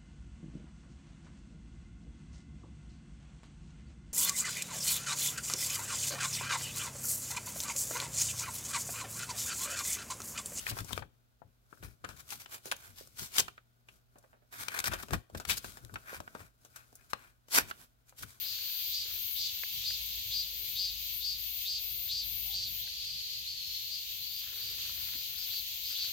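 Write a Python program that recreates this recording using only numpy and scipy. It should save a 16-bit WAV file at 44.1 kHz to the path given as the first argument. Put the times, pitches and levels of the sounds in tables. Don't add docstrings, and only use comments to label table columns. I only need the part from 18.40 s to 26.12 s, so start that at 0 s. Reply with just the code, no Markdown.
import sys
import numpy as np
from scipy import signal
from scipy.fft import rfft, irfft, next_fast_len
from scipy.io import wavfile

SR = 44100
rng = np.random.default_rng(int(sys.argv[2]) if len(sys.argv) > 2 else 0)


def unload_wav(signal):
    wavfile.write(
        sys.argv[1],
        SR,
        np.round(np.clip(np.atleast_2d(signal).T, -1, 1) * 32767).astype(np.int16),
    )


N = 340452


def gain_of(db):
    return 10 ** (np.asarray(db) / 20)


def unit_rms(x):
    return x / np.sqrt(np.mean(x ** 2) + 1e-20)


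def follow(rows):
    return np.interp(np.arange(N) / SR, *np.transpose(rows))


def colour(x, points):
    size = next_fast_len(x.shape[-1] + 1024)
    hz, db = np.transpose(points)
    gain = gain_of(np.interp(np.log(np.fft.rfftfreq(size, 1 / SR) + 1), np.log(hz), db))
    return unit_rms(irfft(rfft(x, size) * gain, size)[..., :x.shape[-1]])


def wander(size, per_s):
    knots = rng.standard_normal(4096)
    return np.interp(np.arange(size) / SR * per_s % 4095, np.arange(4096), knots) * np.sqrt(3 / 2)


def envelope(length, attack_s, release_s):
    t = np.arange(int(length * SR)) / SR
    rise = np.sin(np.pi / 2 * np.minimum(t / attack_s, 1))
    fall = np.sin(np.pi / 2 * np.minimum((length - t) / release_s, 1))
    return rise * fall


def pan(lean_db):
    return gain_of(np.array([[lean_db], [-lean_db]]) / 2)


def add(mix, start, sound):
    part = mix[:, max(round(start * SR), 0):][:, :sound.shape[1]]
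    part += sound[:, :part.shape[1]]


def resonate(x, hz, width_hz):
    turn = np.exp(2j * np.pi * np.cumsum(hz) / SR)
    pole = np.exp(-np.pi * width_hz / SR)
    return 2 * (turn * signal.lfilter([1 - pole], [1, -pole], x / turn)).real


def foliage(x, t60):
    t = np.arange(SR // 3) / SR
    tails = rng.standard_normal((2, len(t))) * gain_of(-60 * t / t60) * (t > .004)
    return signal.fftconvolve(x, tails / np.linalg.norm(tails[0]), axes=1)[:, :N]


def tymbal(rate_hz, rough, lo_hz, hi_hz, jitter, smear, apart=0.58):
    size = len(rate_hz)
    unsteady_hz = rate_hz * (1 + jitter * wander(size, 120))
    angle = 2 * np.pi * (np.cumsum(unsteady_hz) / SR % 1)
    orders = np.arange(int(lo_hz / rate_hz.mean()), int(hi_hz / rate_hz.mean()))
    cycle = np.linspace(0, 2 * np.pi, 2049)
    lag = smear * (rng.standard_normal((128, 1, 1)) + apart * rng.standard_normal((128, 2, 1)))[orders]
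    click = np.cos(orders[:, None, None] * cycle + lag).sum(0)
    harmonics = unit_rms(np.array([np.interp(angle, cycle, side) for side in click]))
    fizz = rng.standard_normal((2, size)) * (1 + 0.32 * np.cos(angle) + 0.35 * np.cos(2 * angle))
    band_share = 2 * (hi_hz - lo_hz) / SR
    return np.sqrt((1 - rough) * band_share) * harmonics + np.sqrt(rough) * unit_rms(fizz)


def far_chorus():
    # (frequency [Hz], relative density [dB])
    spectrum = [(150, -30), (400, -28), (1000, -32.5), (1500, -30), (2000, -14), (2500, -6.5), (3100, -0.6),
                (4400, 2), (5400, -6), (6600, -3.5), (7400, -12.5), (9500, -18), (13000, -3), (16000, -27)]
    # (time [s], level [dB])
    level = [(0, -40.5), (.75, -42), (1.4, -40.5), (2.1, -41.5), (4.0, -43.5), (4.45, -41.5), (5.7, -42.5),
             (6.5, -41), (7.72, -40.5)]
    wash = unit_rms(rng.standard_normal((2, N)))
    for rate_hz in np.linspace(172, 200, 4):
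        buzz = tymbal(rate_hz * (1 + .008 * wander(N, 3)), 0.09, 2500, 9000, jitter=0.000985, smear=2.45)
        wash += gain_of(-9.5 + 2.7 * wander(N, 7)) * foliage(buzz, t60=0.11)
    return gain_of(follow(level) + 1.03 * wander(N, 14)) * pan(0.12) * colour(wash, spectrum)


def rumble():
    # (frequency [Hz], relative density [dB])
    spectrum = [(20, -44), (40, -9.5), (54, 3), (70, -1.5), (110, -2), (160, -12.5), (250, -20.5),
                (450, -32.5), (1000, -34), (3000, -107)]
    # (time [s], level [dB])
    level = [(0, -66.5), (1.15, -62.5), (1.42, -58.5), (1.75, -62.5), (2.3, -61.5), (3.6, -62),
             (4.3, -57.5), (4.5, -63), (6.2, -62.5), (6.55, -57.5), (7.1, -66), (7.72, -60)]
    # (time [s], level [dB])
    hum_level = [(0, -77), (1.2, -83), (1.4, -59.5), (2.5, -55.5), (3.5, -61.5), (4.1, -55), (4.8, -63),
                 (5.5, -72), (7.72, -78)]
    noise = colour(rng.standard_normal(N) + .5 * rng.standard_normal((2, N)), spectrum)
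    hum_gain = gain_of(follow(hum_level) + 2.7 * wander(N, 4.3))
    hum_hz = 53.6 + 0.788 * wander(N, 3.34)
    hum = hum_gain * np.sin(2 * np.pi * np.cumsum(hum_hz) / SR)
    return pan(2.9) * (gain_of(follow(level) + 1.8 * wander(N, 8)) * noise + hum)


def drones():
    # (start [s], length [s], level [dB], resonance [Hz])
    notes = [(0, 0.54, -46, 4560), (4.372, .68, -42, 4450), (4.999, .66, -44.5, 4520),
             (5.171, .28, -50, 5230), (5.75, .22, -44, 4650), (6.099, 0.71, -47, 4540)]
    slide_share, slide_s, waver_hz = 0.35, 0.06, 110
    out = np.zeros((2, N))
    for start, length, db, top_hz in notes:
        swell = envelope(length, attack_s=0.11, release_s=0.077)
        size = len(swell)
        slack = np.exp(-(np.arange(size) / SR / slide_s) ** 2)
        hz = top_hz * (1 - slide_share * slack) + waver_hz * wander(size, 8)
        buzz = tymbal(187.5 * (1 + .007 * wander(size, 5)), 0.5, 2800, 8900, jitter=0.00278, smear=1.33)
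        blurred = foliage(buzz, t60=0.096)[:, :size]
        ring = resonate(resonate(blurred, hz, width_hz=660), hz, width_hz=710)
        add(out, start, gain_of(db + wander(size, 25)) * swell * pan(2.2) * unit_rms(ring))
    return out


def whizzes():
    # (time [s], level [dB])
    far_level = [(0, -29.5), (.08, -38), (.6, -39.5), (1.6, -39), (2.2, -38.5), (2.9, -43), (5.15, -48.5),
                 (5.72, -38.5), (6.4, -37.5), (7.72, -36.5)]
    # (start [s], length [s], level [dB], click rate [Hz], roughness [0-1])
    swelling_whizzes = [(0.19, .37, -34.5, 168, 0.26), (0.662, .36, -33, 168.3, 0.4),
                        (1.089, 0.35, -38, 184, 0.4), (1.581, 0.36, -40.5, 184, 0.2),
                        (2.12, 0.28, -36, 184.3, 0.3), (2.548, .30, -35, 185.6, 0.08),
                        (2.948, .35, -33.5, 186.7, 0.1), (3.369, 0.35, -32, 187.2, 0.14),
                        (3.798, .36, -32.5, 186.7, .2), (4.231, .22, -34, 178.2, 0.16),
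                        (4.806, 0.29, -47.5, 192, 0.5), (5.178, 0.33, -43, 191.6, .6)]
    # (frequency [Hz], relative density [dB])
    spectrum = [(2000, -32), (2200, -17.5), (2270, -15), (2420, -25), (2650, -17), (4000, -36), (8000, -56),
                (10000, -37), (11000, -17), (11850, -9), (12100, -3), (12400, -4), (13300, 0),
                (14500, -0.5), (15800, -4.5)]
    creep_share, growth_db = .008, 5.5
    far_hz = 184.5 * (1 + .005 * wander(N, 3.6))
    far_gain = gain_of(follow(far_level) + .8 * wander(N, 11))
    buzz = far_gain * tymbal(far_hz, 0.87, 2100, 17000, jitter=0.000823, smear=0.66)
    for start, length, db, rate_hz, rough in swelling_whizzes:
        swell = envelope(length, attack_s=0.065, release_s=0.089)
        progress = np.linspace(0, 1, len(swell))
        glide_hz = rate_hz * (1 + creep_share * progress)
        ribs = tymbal(glide_hz, rough, 2100, 15700, jitter=0.00074, smear=0.99)
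        add(buzz, start, gain_of(db + growth_db * (progress - .5)) * swell * ribs)
    scattered = gain_of(-4.5) * buzz + foliage(buzz, t60=0.078)
    return buzz.std() * pan(.4) * colour(scattered, spectrum)


def leaf_rustle():
    # (start [s], length [s], level [dB])
    brushes = [(0, 0.45, -60), (0.62, 0.21, -60), (1.046, .6, -70), (6.007, 0.84, -57.5), (6.89, 0.31, -63),
               (7.48, 0.3, -59)]
    # (frequency [Hz], relative density [dB])
    spectrum = [(100, -18), (350, -8.5), (900, -11), (1450, 0), (2500, 1.5), (6000, -8), (12000, -11.5)]
    grains = rng.standard_normal((2, N)) * gain_of(3.04 * wander(N, 150))
    stir = np.full((2, N), gain_of(-72))
    for start, length, db in brushes:
        add(stir, start, gain_of(db) * envelope(length, attack_s=0.023, release_s=.12)[None])
    return stir * pan(-4.3) * colour(grains, spectrum)


def cicada_syllables():
    # (start [s], length [s], level [dB], top of the resonance [Hz],
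    # click rate [Hz], roughness [0-1], left over right [dB])
    syllables = [(0.018, 0.17, -44.5, 4750, 193.6, 0.36, 7), (0.492, 0.19, -38.5, 4670, 176.8, 0.46, 1.5),
                 (0.95, 0.17, -37, 4580, 170.7, 0.56, 2), (1.431, 0.15, -37.5, 4740, 190.3, 0.25, 3),
                 (1.904, 0.16, -36, 4710, 189.2, 0.04, 2.5), (2.349, 0.18, -36, 4740, 190.4, 0.06, 3.5),
                 (2.802, 0.18, -37, 4730, 189.6, 0.1, 3), (3.245, 0.17, -37, 4700, 190.3, 0.08, 2),
                 (3.676, 0.19, -37, 4670, 189.3, 0.13, 2), (4.1, 0.21, -37.5, 4640, 188.8, 0.11, 1),
                 (4.622, 0.14, -44.5, 4720, 196.3, 0.14, 3), (5.047, 0.13, -46, 4700, 196.7, 0.06, 4),
                 (5.481, 0.15, -44, 4720, 196.6, 0.2, 8), (5.898, 0.16, -45, 4700, 195.7, 0.14, 4),
                 (6.18, 0.19, -46, 4720, 195.7, 0.1, 0), (6.729, 0.15, -48.5, 4720, 190.3, 0.1, 2),
                 (6.946, 0.15, -44, 4800, 189, 0.2, 4), (7.09, 0.14, -40, 4430, 189, 0.2, 1),
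                 (7.419, 0.17, -43, 4820, 190.4, 0.3, 2), (7.547, 0.16, -38.5, 4470, 192.5, 0.11, 3)]
    # (frequency [Hz], relative gain [dB])
    stretched_body = [(1500, -52), (2400, -10), (3200, -4), (3800, 6), (4150, -1), (4380, 10), (4570, -4),
                      (4760, 10.5), (5300, -3), (6500, 1), (7400, -4), (8300, -0.5), (9500, -16),
                      (11000, -42)]
    body_peak_hz, stretch_db, fade_db = 4760, 4.5, 4
    moving_share, slack_share, sag_share = 0.69, 0.29, .014
    out = np.zeros((2, N))
    for start, length, db, top_hz, rate_hz, rough, lean_db in syllables:
        progress = np.linspace(0, 1, int(length * SR))
        stretch = signal.windows.tukey(len(progress), moving_share)
        sagging_hz = rate_hz * (1 - sag_share * progress ** 5)
        buzz = tymbal(sagging_hz, rough, 1700, 10000, jitter=0.0013, smear=1.45, apart=0.37)
        body = np.array(stretched_body) * [top_hz / body_peak_hz, 1]
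        body[:, 1] -= 0.8 * rough * np.maximum(body[:, 1], 0)
        abdomen_hz = top_hz * (1 - slack_share * (1 - stretch))
        ring = resonate(colour(buzz, body), abdomen_hz, width_hz=604 + 600 * rough)
        swell_db = stretch_db * stretch - fade_db * progress ** 3 + 0.91 * wander(len(progress), 87.7)
        swell = envelope(length, attack_s=0.016, release_s=0.042) * gain_of(swell_db)
        add(out, start, gain_of(db) * pan(lean_db) * unit_rms(ring * swell))
    return out


def handling_knocks():
    # (time [s], peak before panning [dB], pitch [Hz], decay t60 [s])
    knocks = [(0.656, -56.5, 397, 0.054), (0.70, -65, 600, 0.046), (1.2353, -27.5, 1920, 0.013),
              (1.506, -39, 1730, 0.014), (3.679, -52, 1700, 0.018), (4.473, -46.5, 1780, .05),
              (6.494, -51, 1200, .04), (6.734, -45.5, 1900, 0.017), (6.752, -52.5, 245, 0.072)]
    # (frequency [multiple of its pitch], relative level [dB])
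    modes = [(.3, -12.5), (.55, -12.5), (.89, -1), (1.1, 2.5), (1.3, -2), (2.4, -6.5), (4.2, -15)]
    out = np.zeros((2, N))
    t = np.arange(SR // 8) / SR
    for start, db, hz, t60 in knocks:
        ring = sum(gain_of(mode_db) * np.sin(2 * np.pi * (hz * ratio * t + rng.random()))
                   for ratio, mode_db in modes)
        knock = ring * gain_of(-60 * t / t60) * (1 - np.exp(-t / .0004))
        add(out, start, gain_of(db) * pan(-8.0) * knock / abs(knock).max())
    return out


def far_hoots():
    # (start [s], length [s], level [dB], pitch [Hz], roughness [0-1])
    calls = [(2.03, 0.43, -76.5, 420, 0.95), (4.043, 0.13, -72.5, 794, 0.37), (4.42, 0.1, -78, 777, 0.37),
             (6.059, 0.39, -74, 428, 0.7)]
    out = np.zeros((2, N))
    for start, length, db, hz, rough in calls:
        arch = signal.windows.tukey(int(length * SR), .7)
        tone = np.sin(2 * np.pi * np.cumsum(hz * (1 - 0.025 * (1 - arch))) / SR)
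        flutter = 1 - rough + rough * wander(len(arch), 200)
        add(out, start, gain_of(db) * pan(0) * unit_rms(arch * tone * flutter))
    return out + gain_of(-2.5) * foliage(out, t60=0.32)


def scene():
    syllables = cicada_syllables()
    echo = gain_of(-9.5) * foliage(syllables, t60=0.85)
    cicadas = syllables + echo + whizzes() + drones() + far_chorus()
    return cicadas + rumble() + far_hoots() + leaf_rustle() + handling_knocks()


def record(dry):
    # (frequency [Hz], gain [dB])
    shade = [(4500, 0), (6000, -4.5), (8000, -5.5), (12000, -9.5)]
    shade_gain = gain_of(np.interp(np.fft.rfftfreq(N, 1 / SR), *np.transpose(shade)))
    right = irfft(rfft(dry[1]) * shade_gain, N)
    band_limit = signal.firwin(1023, cutoff=15850, window=("kaiser", 8), fs=SR)
    return signal.oaconvolve([dry[0], right], band_limit[None], "same", axes=1)


dry = scene()
out = record(dry)
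unload_wav(out)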